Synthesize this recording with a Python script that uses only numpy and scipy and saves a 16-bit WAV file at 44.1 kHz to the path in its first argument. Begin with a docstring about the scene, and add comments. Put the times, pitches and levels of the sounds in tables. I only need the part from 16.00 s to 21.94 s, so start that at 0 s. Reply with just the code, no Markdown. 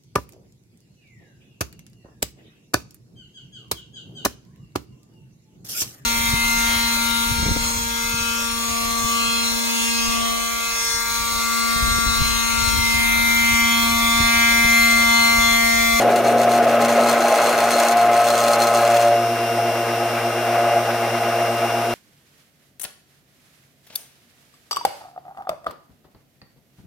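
"""Stick blender in a glass beaker

A stick blender churns a thin emulsion: multiples of its shaft speed drone and knock, and noise splashes.
For about three seconds cavities collapse in once-a-turn sprays of clicks that ring the steel guard.
The motor hums and beats against the mains, commutator bars whistle, brushes buzz every turn and hiss.
Tones are sines locked to one shaft angle; the liquid and hiss are coloured noise."""
import sys
import numpy as np
from scipy import signal
from scipy.fft import rfft, irfft, next_fast_len
from scipy.io import wavfile
from scipy.ndimage import uniform_filter1d, minimum_filter1d, map_coordinates

SR = 44100
rng = np.random.default_rng(int(sys.argv[2]) if len(sys.argv) > 2 else 0)


def unload_audio(sound):
    """Save the sound as a 16-bit wav file, at the path given as the first command line argument."""
    columns = np.transpose(np.atleast_2d(sound))
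    # keep every value between -1 and 1, then stretch to whole-number steps
    steps = np.round(np.clip(columns, -1, 1) * 32767)
    wavfile.write(sys.argv[1], SR, steps.astype(np.int16))


N = 261954
TIME = np.arange(N) / SR
SLOSH_SETTLE_S = 2.9  # the slosh and the rocking of the shaft die down over this time

# Gains of motor and blade: (time [s], hum gain [dB], brush and whine gain [dB], blade knock gain [dB])
CARRY = [(0, -10, -0.5, -31), (.7, -8, -1, -28), (1.1, -2.5, -5, -23), (1.9, -8, -2.5, -24),
         (2.8, -2, 1.5, -22), (3.25, 0.5, 5, -35.5), (5.94, 0, 5, -36.5)]


def from_db(db):
    """Amplitude ratio: twenty decibels are a factor of ten."""
    return 10 ** (np.asarray(db) / 20)


def rms_one(x):
    """Normalisation to unit root-mean-square amplitude."""
    return x / np.sqrt(np.mean(x ** 2) + 1e-20)


def in_time(rows):
    """Linear interpolation of each column of a curve at every sample."""
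    times, *columns = np.transpose(rows)
    return [np.interp(TIME, times, column) for column in columns]


def at_hz(points, hz):
    """Interpolation of a spectrum along a logarithmic frequency axis."""
    known, values = np.transpose(points)
    return np.interp(np.log(hz + 1), np.log(known), values)


def drift(rate):
    """Low-pass random process of unit rms: a double pole at `rate` Hz, computed every 40 samples."""
    step = 40
    r = np.exp(-2 * np.pi * rate * step / SR)
    noise = rng.standard_normal(N // step + 2002)
    slow = signal.lfilter([1], [1, -2 * r, r * r], noise)[2000:]  # drop the onset of the filter
    return np.interp(np.arange(N) / step, np.arange(len(slow)), rms_one(slow))


def colour(x, spectrum):
    """Spectral shaping by multiplication in the frequency domain; unit rms."""
    size = next_fast_len(N)
    gain = from_db(at_hz(spectrum, np.fft.rfftfreq(size, 1 / SR)))
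    return rms_one(irfft(rfft(x, size) * gain, size)[..., :N])


def stereo_noise():
    """Partly coherent white noise: mid and side signals set the correlation between the channels."""
    # Coherence of the channels: (frequency [Hz], correlation [1])
    coherence = [(30, 0.37), (100, 0.46), (700, 1), (1500, 0.9), (3000, 0.57), (8000, 0.17), (14000, 0.15)]
    size = next_fast_len(N)
    mid, side = rfft(rng.standard_normal((2, size)))
    alike = np.clip(at_hz(coherence, np.fft.rfftfreq(size, 1 / SR)), 0, .998)
    channels = np.sqrt(1 + alike) * mid + np.sqrt(1 - alike) * side * [[1], [-1]]
    return rms_one(irfft(channels, size)[:, :N])


def resonance(x, hz, width):
    """Two-pole resonator of near-unit gain at its peak; the pole radius sets the bandwidth."""
    r = np.exp(-np.pi * width / SR)
    poles = [1, -2 * r * np.cos(2 * np.pi * hz / SR), r * r]
    return (1 - r * r) / 2 * signal.lfilter([1, 0, -1], poles, x + 1e-18)


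def resonate(x, modes):
    """Modal superposition: parallel resonances with alternating signs."""
    out = 0
    for k, (hz, width, db) in enumerate(modes):
        out = out + (-1) ** k * from_db(db) * resonance(x, hz, width)
    return out


def ring_through(x, modes):
    """Resonances in cascade: each in turn lifts its own band and rings on."""
    for hz, width, db in modes:
        x = x + (from_db(db) - 1) * resonance(x, hz, width)
    return x


def throb(angle, depth_db):
    """Periodic amplitude modulation: a gain of unit rms that swells once a cycle."""
    return rms_one(from_db(depth_db * np.cos(angle)))


def gate(start, length, edge):
    """Trapezoidal envelope: a rise over `edge` seconds, a hold, an equal fall."""
    return np.clip(np.minimum(TIME - start, start + length - TIME) / edge + .5, 0, 1)


def tone(angle, waver, rate):
    """Sine of unit rms with random modulation of its in-phase and quadrature parts by the share `waver`."""
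    phase = angle + rng.uniform(0, 2 * np.pi)
    in_phase = (1 + waver * drift(rate)) * np.cos(phase)
    quadrature = waver * drift(rate) * np.sin(phase)
    return rms_one(in_phase + quadrature)


def shaft_angle():
    """Rotational kinematics: the angle [rad] is the integral of a sagging, slightly unsteady speed."""
    # Mean shaft speed, sagging as the mix thickens: (time [s], speed [turns/s])
    mean_speed = [(0, 118.45), (.6, 118.25), (.86, 117.6), (1.4, 117.9), (2.0, 117.25), (2.26, 117.4),
                  (2.5, 116.65), (3.06, 116.6), (3.32, 115.6), (4.48, 115.95), (4.68, 116.6),
                  (4.95, 115.85), (5.94, 116.0)]
    speed, = in_time(mean_speed)
    unrest = .08 * drift(4)  # turns/s
    return 2 * np.pi * np.cumsum(speed + unrest) / SR


def blade(angle):
    """Periodic forcing: the blade pushes the liquid every turn and sounds multiples of the shaft speed."""
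    # Drone before the surges: (time [s], 5th multiple level [dB], 6th multiple level [dB])
    drone_levels = [(0, -32, -20.5), (.6, -28, -18.5), (1.0, -24, -27.5), (1.45, -25.5, -30),
                    (1.56, -28.5, -23.5), (2.45, -20, -22.5), (3.15, -24, -18), (3.24, -39, -21),
                    (4.2, -35, -27), (5.94, -35.5, -25)]
    # The blade grips the liquid and the balance of the drone shifts:
    # (start [s], length [s], 5th multiple lift [dB], 6th multiple lift [dB])
    surges = [(0.716, 0.063, 9.5, -18), (1.928, 0.33, -3.5, 8), (2.854, 0.33, 2.5, 2.5),
              (4.558, 0.24, 10.5, 6.5)]
    # Knock: (multiple of the shaft speed [1], relative level [dB])
    knock_multiples = [(4, -13), (7, -7), (9, -8.5), (10, -17), (11, -7.5), (12, -15), (13, -19.5),
                       (14, -22.5)]

    fifth_db, sixth_db = in_time(drone_levels)
    for start, length, fifth_lift_db, sixth_lift_db in surges:
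        surge = gate(start, length, edge=.05)
        fifth_db = fifth_db + fifth_lift_db * surge
        sixth_db = sixth_db + sixth_lift_db * surge
    fifth = from_db(fifth_db) * tone(5 * angle, waver=.23, rate=13)
    sixth = from_db(sixth_db) * tone(6 * angle, waver=.13, rate=20)
    knock = sum(from_db(db) * tone(k * angle, waver=.48, rate=9.4) for k, db in knock_multiples)
    knock_gain_db = in_time(CARRY)[2]
    return fifth + sixth + from_db(knock_gain_db) * knock


def liquid(angle):
    """Turbulence noise: eddies chopped by the blade boom in the beaker, with slosh below and splash above."""
    # Stirring: (time [s], churn level before the gulps [dB], mean splash level [dB])
    stirring = [(0, -18, -25.5), (.45, -19.5, -26.5), (1.0, -20, -23.5), (1.48, -19, -23),
                (1.6, -23.5, -24.5), (1.87, -19, -23), (2.0, -27, -26), (2.35, -21.5, -25),
                (3.05, -23, -25.5), (3.22, -31.5, -30), (3.7, -26, -28.5), (4.15, -28, -28.5),
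                (4.6, -21.5, -26), (4.9, -25.5, -27.5), (5.35, -23.5, -27), (5.94, -27.5, -29.5)]
    # The vortex gulps air and booms: (time [s], lift [dB], half length [s])
    gulps = [(0.994, 11, 0.018), (2.505, 7, 0.011), (3.589, 8, .016), (4.03, 8, 0.025)]
    # Resonances of beaker and liquid: (frequency [Hz], width [Hz], relative level [dB])
    beaker_modes = [(535, 213, -8), (631, 137, -2), (691.2, 41.8, 0), (821, 19, -11)]
    # Deep slosh: (frequency [Hz], relative density [dB per Hz])
    slosh_spectrum = [(25, -50), (90, -9), (170, 3.5), (260, 7.5), (330, 16), (450, 18), (560, 19.5),
                      (800, -27)]
    # Splash: (frequency [Hz], relative density [dB per Hz])
    splash_spectrum = [(60, -41), (700, -3), (880, -1.5), (940, -0.5), (1130, -2.5), (1270, 3), (1350, -5),
                       (1440, 1.5), (1800, -7.5), (2080, -3), (2500, -8), (2680, -6), (2950, -14),
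                       (9000, -34)]
    # Eddies: (frequency [Hz], relative density [dB per Hz])
    eddy_spectrum = [(150, -51), (450, -5.5), (850, 4.5), (1300, -16), (4000, -40)]

    churn_db, splash_db = in_time(stirring)
    churn_db = churn_db + sum(db * np.exp(-((TIME - s) / length) ** 2) for s, db, length in gulps)
    slosh_db = np.interp(TIME, [0, SLOSH_SETTLE_S], [-23, -36.5])  # dies down as the mix thickens
    chopped = colour(stereo_noise(), eddy_spectrum) * throb(angle, depth_db=1.5)
    eddies = chopped * from_db(1.2 * drift(24) + 1.2 * drift(8))
    churn = rms_one(resonate(eddies, beaker_modes))
    slosh = colour(stereo_noise(), slosh_spectrum) * from_db(1.36 * drift(9.4))
    splash = colour(stereo_noise(), splash_spectrum) * from_db(1.25 * drift(29))
    return from_db(churn_db) * churn + from_db(slosh_db) * slosh + from_db(splash_db) * splash


def cavitation(angle, per_s, spread_db, uneven_db):
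    """Cavitation: once a turn the cavity behind the blade collapses in random clicks that ring the guard."""
    # Spells at the blade tips: (start [s], length [s], level before ringing [dB], swell over the spell [dB])
    spells = [(0, 0.044, -41, -3), (0.101, .045, -43, 2), (0.16, 0.041, -40, 3), (0.235, 0.096, -38, -2),
              (0.373, 0.079, -39, -1), (.49, 0.095, -37.5, 3), (0.627, 0.021, -37, 0),
              (.675, 0.09, -37, -4.5), (0.804, 0.061, -33.5, -2.5), (0.882, 0.212, -34.5, -1.5),
              (1.09, .845, -34.5, 1.5), (1.966, 0.11, -35, -8), (2.119, 0.125, -37.5, -4),
              (2.243, 0.32, -32, -0.5), (2.582, 0.51, -33, -7), (3.1, .06, -50, -2)]
    # Hardest single collapses: (time [s], level before ringing [dB])
    snap_levels = [(.159, -24.5), (1.1117, -25), (1.7833, -29), (2.747, -32), (2.9422, -29), (2.9666, -26)]
    # Clicks: (frequency [Hz], relative density [dB per Hz])
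    click_spectrum = [(100, -25), (1500, 5), (2700, -1.5), (4200, -3.5), (6000, -1.5), (8400, -4),
                      (11000, -6), (15000, -7.5)]
    # Resonances of steel shaft and blade guard: (frequency [Hz], width [Hz], lift of each stage [dB])
    guard_modes = [(2670, 70, 9), (3380, 200, 8), (4220, 95, 19), (5010, 220, 6.5), (5980, 110, 8),
                   (6450, 300, 7), (7150, 300, 7), (8350, 220, 12), (9450, 160, 9), (9900, 200, 6),
                   (11000, 200, 10), (13050, 160, 8), (14000, 170, 7)]
    rise, fall = .38, .3  # shares of a turn
    fizz = .12  # floor between collapses, relative to a typical collapse peak
    snap_decay_s = .0029

    level = 0
    for start, length, db, swell_db in spells:
        progress = np.clip((TIME - start) / length, 0, 1)
        level = level + from_db(db + swell_db * progress) * gate(start, length, edge=.016)
    level = level * from_db(1.3 * drift(16))

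    turn, part = np.divmod(angle / (2 * np.pi) + .05 * drift(60), 1)
    luck = np.clip(rng.standard_normal(1000), -2, 1.5)  # one draw for each turn
    height = from_db(uneven_db * luck[turn.astype(int)])
    shape = np.minimum(part / rise, np.exp((rise - part) / fall))
    collapses = level * rms_one(fizz + height * shape)
    snaps = sum(from_db(db) * (TIME >= s) * np.exp(-np.abs(TIME - s) / snap_decay_s)
                for s, db in snap_levels)

    born = rng.random(N) < per_s / SR
    sizes = from_db(spread_db * np.minimum(rng.exponential(1, N), 3)) * rng.choice([-1, 1], N)
    clicks = colour(born * sizes, click_spectrum)
    return ring_through(clicks * (collapses + snaps), guard_modes)


def motor(angle):
    """Unbalance and beats: uneven drag shakes the shaft; hum near its multiples beats against them."""
    # Shaking of the shaft: (time [s], once-a-turn level [dB], twice-a-turn level [dB])
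    shaking = [(0, -40, -29.5), (.55, -40, -27), (1.15, -44, -27), (1.4, -54.5, -35), (1.8, -49, -31),
               (2.25, -43.5, -40), (2.6, -42, -31), (3.0, -37, -42.5), (5.94, -36, -39)]
    # Magnetic hum: (multiple of the mains [1], multiple of the shaft speed [1], relative level [dB])
    hum_parts = [(4, 0, -39), (4, 1, -35), (0, 3, -38), (4, 2, -39), (0, 4, -37.5), (0, 7, -43)]
    mains_hz = 60

    once_db, twice_db = in_time(shaking)
    once = from_db(once_db) * tone(angle, waver=.06, rate=8)
    twice = from_db(twice_db) * tone(2 * angle, waver=.14, rate=4)
    # Uneven drag of the sloshing liquid rocks the shaft once a turn
    rocking_db = np.interp(TIME, [0, SLOSH_SETTLE_S], [-47, -54])
    rocking = from_db(rocking_db) * tone(angle, waver=2, rate=6)
    mains = 2 * np.pi * mains_hz * TIME
    hum = sum(from_db(db) * tone(m * mains + k * angle, waver=.11, rate=4) for m, k, db in hum_parts)
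    hum_gain_db = in_time(CARRY)[0]
    return once + rocking + twice + from_db(hum_gain_db) * hum


def commutator(angle, flutter_db, wander):
    """Bar-passing tones with sidebands: 24 bars a turn give clusters of fluttering whistles."""
    # Bar tones and once-a-turn sidebands: (multiple of the shaft speed [1], relative peak level [dB])
    whistles = [(23, -49.2), (24, -40.7), (42, -62.5), (43, -51.9), (44, -56.5), (45, -50.3), (46, -57.8),
                (47, -46.8), (48, -54.7), (49, -46.7), (50, -58.8), (51, -54.9), (52, -59.0), (62, -59.3),
                (72, -52.9), (73, -62.6), (81, -63.3), (83, -56.7), (84, -58.9), (86, -61.5), (95, -63.3),
                (96, -57.0), (97, -61.3), (117, -62.5), (118, -58.1), (119, -57.0)]
    whine = 0
    for k, db in whistles:
        start = rng.uniform(0, 2 * np.pi)
        lead = rng.choice([-1, 1]) * rng.uniform(.4, .75)  # radians: opposite shifts in the two channels
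        phase = k * angle + start + wander * drift(17) + lead * np.array([[1], [-1]])
        whine = whine + from_db(db + flutter_db * drift(18)) * np.cos(phase)
    return whine * from_db(in_time(CARRY)[1])


def brushes(angle):
    """Sliding friction: a worn track repeats every turn as a fine buzz over a steady hiss."""
    # Brush noise: (frequency [Hz], relative density [dB per Hz])
    brush_spectrum = [(1500, 0.5), (2700, 6), (3400, 7.5), (4600, 2), (5500, -1), (6400, 2), (8000, -3.5),
                      (10000, -1.5), (11100, 6.5), (12000, -11), (13000, -2), (13800, -2.5), (14700, 6),
                      (15700, -20)]
    track = rng.standard_normal((2, 380))  # roughness at 380 places around the turn
    place = angle / (2 * np.pi) * track.shape[1]
    common, apart = [map_coordinates(row, [place], order=3, mode="grid-wrap") for row in track]
    buzz = colour(common + apart * np.array([[1], [-1]]), brush_spectrum)
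    hiss = colour(stereo_noise(), brush_spectrum)
    buzz_gain_db = in_time(CARRY)[1]
    return from_db(-44.5 + buzz_gain_db) * buzz + from_db(-38.5) * hiss


def room(x, t60, count=70):
    """Image sources: decaying reflections from beaker, table and walls, with unit total energy per ear."""
    out = np.zeros((2, N))
    for ear in out:
        delays = .06 * rng.random(count) ** 1.5 + .002  # seconds, crowded towards the early end
        gains = from_db(-60 * delays / t60) * rng.choice([-1, 1], count)
        gains = gains / np.linalg.norm(gains)
        for lag, gain in zip((delays * SR).astype(int), gains):
            ear[lag:] += gain * x[:-lag]
    return out


def room_rumble():
    """Background noise: low-frequency noise of the room with a fixed spectrum."""
    # Rumble: (frequency [Hz], relative density [dB per Hz])
    rumble_spectrum = [(10, -9), (30, -2), (70, 4), (120, 7), (300, -20), (1000, -50)]
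    return from_db(-79) * colour(stereo_noise(), rumble_spectrum)


def limiter(x, ceiling):
    """Peak limiting: the gain ducks smoothly around any peak above the ceiling."""
    window = SR // 200  # 5 ms
    allowed = ceiling / np.maximum(np.abs(x).max(axis=0), ceiling)
    return x * uniform_filter1d(minimum_filter1d(allowed, size=window), size=window)


def scene():
    """Superposition: one shaft angle drives the machine, with reflections and rumble around it."""
    angle = shaft_angle()
    tones = blade(angle) + motor(angle)
    tones = tones + from_db(-21) * room(tones, t60=.3)
    crackle = cavitation(angle, per_s=12000, spread_db=4.0, uneven_db=3.5)
    crackle = crackle + from_db(-1.5) * room(crackle, t60=.055)
    whine = commutator(angle, flutter_db=1.94, wander=.35)
    mix = tones + liquid(angle) + crackle + whine + brushes(angle) + room_rumble()
    return mix * from_db([[.45], [-.45]])  # left a little louder than right


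def record(dry):
    """Band limitation: peaks are held down, then a steep elliptic low-pass cuts the top."""
    cutoff_hz = 15700
    held = limiter(dry, ceiling=.56)
    low_pass = signal.ellip(10, .1, 90, cutoff_hz, fs=SR, output="sos")
    return signal.sosfilt(low_pass, held)


dry = scene()
out = record(dry)
unload_audio(out)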